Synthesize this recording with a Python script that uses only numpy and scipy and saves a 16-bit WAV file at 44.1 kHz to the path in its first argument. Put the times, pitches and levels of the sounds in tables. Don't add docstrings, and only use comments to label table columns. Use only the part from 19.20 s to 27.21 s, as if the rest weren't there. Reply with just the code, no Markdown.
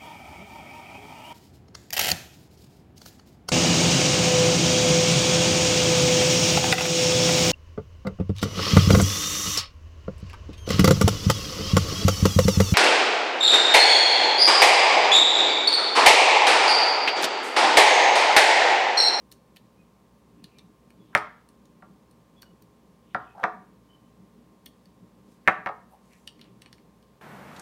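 import sys
import numpy as np
from scipy import signal
from scipy.fft import rfft, irfft, next_fast_len
from scipy.io import wavfile
from scipy.ndimage import uniform_filter1d

SR = 44100
rng = np.random.default_rng(int(sys.argv[2]) if len(sys.argv) > 2 else 0)


def file_out(sig):
    cols = np.atleast_2d(sig).T
    lim = np.clip(cols, -1, 1)
    pcm = np.round(lim * 32767).astype(np.int16)
    wavfile.write(sys.argv[1], SR, pcm)


N = 353284

# crack/dB, crinkle/dB, body ring/dB, thud/dB
WALL_POPS = [(1.9501, -0.2, 2356, 13800, -19, -19, -20.5, -19),
             (1.9762, -26.5, 1820, 11000, -4.5, -20.5, -21.5, -23.5),
             (1.984, -28.5, 1830, 10000, -10.5, -19, -21.5, -23.5),
             (2.6238, -43, 1800, 6000, -22, -13, -9, -25), (3.2306, -47, 1690, 5000, -20, -6, -20, 3),
             (3.9469, -12, 1880, 4800, -23.5, -25, -16, -13.5),
             (4.233, -19, 1260, 4000, -35, -15, -15, -12.5),
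             (4.2389, -7.7, 2000, 6000, -31, -13.5, -16.5, -36.5),
             (4.2430, -12, 1095, 2500, -33.5, -22, -13.5, -29),
             (6.2759, 0.5, 2300, 14000, -29.5, -16, -22, -21.5),
             (6.282, -2.3, 2280, 14000, -29.5, -16, -18.5, -29),
             (6.4610, -16.5, 2160, 6000, -31, -12, -15, -12.5),
             (6.4715, -19, 2250, 6500, -33, -18, -19, -30),
             (6.4899, -24, 1108, 4940, -23, -10.5, -9.5, -19.5)]
# f/Hz, level/dB, t60/s
JUG_MODES = [(137.4, -16.5, 0.093), (188, -15.5, 0.15), (332, -19.5, 0.22), (427.2, -17.5, 0.26),
             (479.6, -13, .08), (555, -8.5, 0.091), (610, -4.5, .12), (688, -3.5, .09), (746.4, 0, 0.14),
             (803.3, -9.5, .11), (866, -5.5, .11), (952.3, 0, 0.086), (1058, -8, .15), (1160.2, -0.5, .09),
             (1262, -0.5, .09), (1375, 1.5, 0.083), (1511, -5, .1), (1640, -7, 0.13), (1850, -3, 0.075),
             (2016, 1.5, .04), (2180, -5, .04), (2350, -16, .05)]
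# f/Hz, level/dB
CRACK_EQ = [(500, -12.5), (2000, -7.5), (3200, -1.5), (4500, 3.5), (5500, -2.5), (7500, -10), (9000, -4.5),
            (10500, -12), (12000, -19), (15000, -5.5)]
# f/Hz, level/dB
CRINKLE_EQ = [(200, -21), (600, 6), (1100, -2), (1600, -5.5), (2100, -2.5), (2700, -6), (3200, -20.5),
              (5000, -29.5), (12000, -50)]
# t/s, ring level/dB, ring pitch/Hz, rasp level/dB, rasp cutoff/Hz
CAP_SLIPS = [(0.117, -46.5, 4300, -44, 13000), (0.1242, -50, 6640, -43, 15000),
             (0.3623, -49.5, 2520, -52, 14000), (0.3685, -44, 3590, -46.5, 13000),
             (1.2427, -41, 4070, -40.5, 9600), (1.386, -46, 3740, -44.5, 8000),
             (1.393, -47, 3600, -57, 7000), (1.705, -53.5, 2398, -56, 11750),
             (2.2891, -53, 9400, -68, 14050), (2.4558, -60, 6500, -54, 8900),
             (2.912, -58.5, 9200, -59, 15100), (3.2216, -44, 4550, -41.5, 15000),
             (3.2298, -47, 1670, -54, 15000), (3.4236, -61, 4510, -52.5, 16060),
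             (5.4610, -50, 4150, -41, 16000), (5.4637, -41, 3010, -55, 12000),
             (5.6567, -56, 4692, -60.5, 14030), (6.934, -54, 2410, -51, 8000),
             (7.0758, -37, 2980, -39.5, 9000), (7.0762, -37, 4330, -40.5, 9000),
             (7.194, -51.5, 2160, -54, 7010), (7.2137, -43.5, 4130, -48.5, 9000),
             (7.242, -56.5, 4100, -62, 7080), (7.4205, -47, 2970, -40, 8400),
             (7.4606, -44.5, 2250, -65, 7800), (7.5290, -43.5, 4070, -47.5, 9000),
             (7.582, -55, 2300, -60, 7000), (7.8270, -60, 3660, -60, 9000)]
# multiple of the ring pitch, level/dB
CAP_RING_EQ = [(.05, -37.5), (.3, -18), (.45, -12), (.6, -16), (.82, -7.5), (1, 5), (1.15, -7),
               (1.35, -16.5), (1.7, -48), (4, -65)]
# f/Hz, level/dB
RASP_EQ = [(300, -29), (1200, -13.5), (2200, -11), (3000, -4.5), (4300, 1), (5200, -4), (6300, 0),
           (7600, -7), (8700, 3), (10300, -2.5), (11800, -0.5), (14500, 4.5), (16000, 0.5)]
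# f/Hz, level/dB, t60/s
NECK_MODES = [(1790, -9, .02), (2900, -9, .02), (4370, -6, .018), (5580, -10, .012), (8830, -12, .012)]
# t/s, length/s, level/dB, pitch/Hz, width/Hz
GRIP_SQUEAKS = [(0.567, 0.065, -69, 2480, 50), (1.345, 0.082, -64.5, 2380, 50), (1.779, .08, -75, 3432, 70),
                (3.16, 0.054, -65, 3380, 45), (3.237, 0.09, -72.5, 2930, 50),
                (4.05, 0.102, -66.5, 2530, 90), (4.147, 0.0249, -48, 740, 220),
                (4.165, 0.064, -43.5, 795, 188), (4.218, 0.036, -37, 590, 179),
                (4.681, 0.0975, -65, 3030, 45), (4.792, .13, -78, 3020, 50), (6.711, 0.051, -55, 780, 239)]
# t/s, length/s, level/dB, centre/Hz, width/Hz
GRIP_RUBS = [(1.127, 0.33, -73, 2600, 600), (1.774, 0.48, -73, 3230, 890), (1.925, 0.033, -54, 1200, 934),
             (3.808, 0.377, -71, 2940, 926), (4.167, 0.082, -53.5, 1310, 600),
             (4.19, 0.087, -67.5, 3180, 1500), (6.049, 0.14, -72, 5956, 9000),
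             (6.246, 0.13, -52.5, 1800, 905), (6.68, .1, -73.5, 11300, 4690),
             (6.796, 0.32, -71, 6900, 8000), (6.884, 0.11, -66, 2170, 705),
             (7.153, 0.17, -68.5, 2500, 2000), (7.395, 0.13, -70, 2190, 2510)]
# delay/s, level/dB
REFLECTIONS = [(.0051, -12.5), (.0089, -13), (.0141, -15), (.0183, -16), (0.0248, -28), (.0257, -23.5),
               (.033, -27.5)]
# f/Hz, t60/s, level/dB
TAIL_BANDS = [(100, 0.33, 2.5), (400, 0.32, -3), (1100, 0.38, 2), (1490, 0.41, -2.5), (2101, 0.42, -7.5),
              (2700, 0.33, -4.5), (4177, 0.36, -4), (6500, .28, -2.5), (9500, 0.19, 1), (15000, .2, -3.5)]
# f/Hz, width/Hz, level/dB
DRONE_BANDS = [(124, 27.6, -72), (187.5, 39, -63), (234.6, 17, -67), (298, 48, -68), (404, 38, -71.5)]
# f/Hz, level/dB
HUM_TONES = [(59.2, -72), (118.4, -74), (942, -79.5), (1061, -74), (1179, -80)]
# f/Hz, level/dB
AIR_EQ = [(15, -56), (25, -29), (44, -15.5), (70, -3.5), (91, -15.5), (107, -8), (184, -2), (241, -3.5),
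          (261, -16.5), (299, -13.5), (527, -7.5), (654, -14), (1040, -15.5), (1390, -23), (15800, -37.5)]


def wall_pops(settle_hz=780, glide_s=.0042, snap_rise_s=.00035, snap_decay_s=.0018,
              crinkle_rise_s=.000067, thud_hz=220, thud_decay_s=.002):
    out, t = np.zeros(N), np.arange(SR // 5) / SR
    for start, db, hz, top_hz, crack_db, crinkle_db, ring_db, thud_db in WALL_POPS:
        pitch = settle_hz + (hz - settle_hz) * np.exp(-t / glide_s)
        chirp = np.sin(2 * np.pi * np.cumsum(pitch) / SR)
        snap = chirp * np.exp(-t / snap_decay_s) * (1 - np.exp(-t / snap_rise_s))
        crack = amp(crack_db) * dull(burst(CRACK_EQ, len(t), decay_s=.0017), top_hz)
        crinkle = amp(crinkle_db) * burst(CRINKLE_EQ, len(t), decay_s=.0024)
        crinkle *= 1 - np.exp(-t / crinkle_rise_s)
        thud = amp(thud_db) * np.sin(2 * np.pi * thud_hz * t) * np.exp(-t / thud_decay_s)
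        ring = amp(ring_db) * jug_ring(t, hz)
        add(out, start, amp(db) * (snap + crack + crinkle + thud + ring))
    return out


def jug_ring(t, snap_hz, rise_s=.00078, vary_db=3, detune=.0054):
    ring = np.zeros(len(t))
    for k, (hz, db, t60) in enumerate(JUG_MODES):
        weight, bend = 2 * rng.random(2) - 1
        reach = 1 / np.sqrt(1 + (hz / snap_hz) ** 8)
        envelope = reach * amp(db + vary_db * weight - 60 * t / t60)
        ring += (-1) ** k * envelope * np.sin(2 * np.pi * hz * (1 + detune * bend) * t)
    return ring * (1 - np.exp(-t / rise_s))


def cap_ticks(slip_s=.0016):
    out, t = np.zeros(N), np.arange(SR // 20) / SR
    swell = np.exp(-abs(t - t.mean()) / slip_s)
    for catch, ring_db, hz, rasp_db, top_hz in CAP_SLIPS:
        rasp = dull(noise(RASP_EQ, len(t)) * swell, top_hz)
        ring_eq = [(hz * multiple, db) for multiple, db in CAP_RING_EQ]
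        ring = burst(ring_eq, len(t), decay_s=.0022) + neck_ring(t)
        add(out, catch - t.mean(), amp(rasp_db) * rasp)
        add(out, catch, amp(ring_db) * ring)
    return out


def neck_ring(t, vary_db=4):
    ring = np.zeros(len(t))
    for k, (hz, db, t60) in enumerate(NECK_MODES):
        envelope = amp(db + vary_db * rng.uniform(-1, 1) - 60 * t / t60)
        ring += (-1) ** k * envelope * np.sin(2 * np.pi * hz * t)
    return ring


def thread_grit(ticks, slips_per_s=500, level_db=-18.5, decay_s=.014):
    t = np.arange(SR // 8) / SR
    slips = rng.standard_normal(len(t)) * (rng.random(len(t)) < slips_per_s / SR)
    return amp(level_db) * signal.fftconvolve(ticks, slips * np.exp(-t / decay_s))[:N]


def grip():
    out = np.zeros(N)
    for start, length, db, hz, width in GRIP_SQUEAKS + GRIP_RUBS:
        size = round(length * SR)
        stutter = flutter(SR // 2, depth_db=3, smooth_s=.0027)[:size]
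        swell = np.sin(np.linspace(0, np.pi, size))
        add(out, start, amp(db) * unit(stutter * fuzzy_tone(hz, width, size)) * swell)
    return out


def kitchen(send, echo_cutoff_hz=8000, tail_db=-8, build_s=.0066):
    early = np.zeros(SR)
    for delay, db in REFLECTIONS:
        add(early, delay, amp([db]))
    early = signal.lfilter(*signal.butter(1, echo_cutoff_hz, fs=SR), early)
    hz, t, spectra = signal.stft(rng.standard_normal((2, SR)), SR, nperseg=256)
    bands = np.array(TAIL_BANDS)
    t60 = curve(bands[:, :2], hz)[:, None]
    colour_db = curve(bands[:, ::2], hz)[:, None]
    tails = signal.istft(spectra * amp(colour_db - 60 * t / t60), SR, nperseg=256)[1][:, :SR]
    fade_in = 1 - np.exp(-(np.arange(SR) / SR / build_s) ** 2)
    tails *= fade_in / np.sqrt(SR / 50)
    turn = 2 * np.pi * np.arange(N) / SR
    feeds = send * np.array([np.cos(turn), np.sin(turn)])
    diffuse = signal.fftconvolve(feeds, tails, axes=1).sum(0)
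    return (signal.fftconvolve(send, early) + amp(tail_db) * diffuse)[:N]


def appliance():
    waver = flutter(N, depth_db=3, smooth_s=.08)
    drone = sum(amp(db) * fuzzy_tone(hz, width, N) for hz, width, db in DRONE_BANDS)
    t = np.arange(N) / SR
    hum = sum(amp(db) * np.sqrt(2) * np.sin(2 * np.pi * (hz * t + rng.random())) for hz, db in HUM_TONES)
    return waver * drone + hum


def room_air(level_db=-61.5):
    return amp(level_db) * noise(AIR_EQ, next_fast_len(N))[:N]


def amp(db):
    return 10 ** (np.asarray(db) / 20)


def unit(x):
    return x / np.sqrt(np.mean(x ** 2) + 1e-30)


def curve(points, hz):
    f, value = np.transpose(points)
    return np.interp(np.log(hz + 1), np.log(f + 1), value)


def add(mix, start_s, sound):
    part = mix[max(round(start_s * SR), 0):][:len(sound)]
    part += sound[:len(part)]


def noise(eq, size):
    gain = amp(curve(eq, np.fft.rfftfreq(size, 1 / SR)))
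    return unit(irfft(rfft(rng.standard_normal(size)) * gain, size))


def burst(eq, size, decay_s):
    fade = np.exp(-np.arange(size) / SR / decay_s)
    return unit(noise(eq, size) * fade) * np.std(fade)


def fuzzy_tone(hz, width, size):
    full = next_fast_len(max(size, SR // 4))
    detune = (np.fft.rfftfreq(full, 1 / SR) - hz) / width
    return unit(irfft(rfft(rng.standard_normal(full)) / (1 + detune ** 2) ** 2, full)[:size])


def flutter(size, depth_db, smooth_s):
    wander = uniform_filter1d(rng.standard_normal(size), round(smooth_s * SR))
    return amp(depth_db * unit(wander))


def dull(x, top_hz):
    return signal.lfilter(*signal.butter(2, top_hz, fs=SR), x)


def scene(low_cut_hz=75, cap_send_db=-1):
    low_cut = signal.butter(2, low_cut_hz, "high", fs=SR, output="sos")
    wall = signal.sosfilt(low_cut, wall_pops() + grip())
    ticks = cap_ticks()
    cap = ticks + thread_grit(ticks)
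    reverb = kitchen(wall + amp(cap_send_db) * cap)
    return (wall + cap + reverb + appliance() + room_air())[None]


def record(dry, cutoff_hz=15900):
    low_pass = signal.firwin(511, cutoff_hz, window=("kaiser", 9), fs=SR)
    return signal.oaconvolve(dry, low_pass[None], "same")


dry = scene()
out = record(dry)
file_out(out)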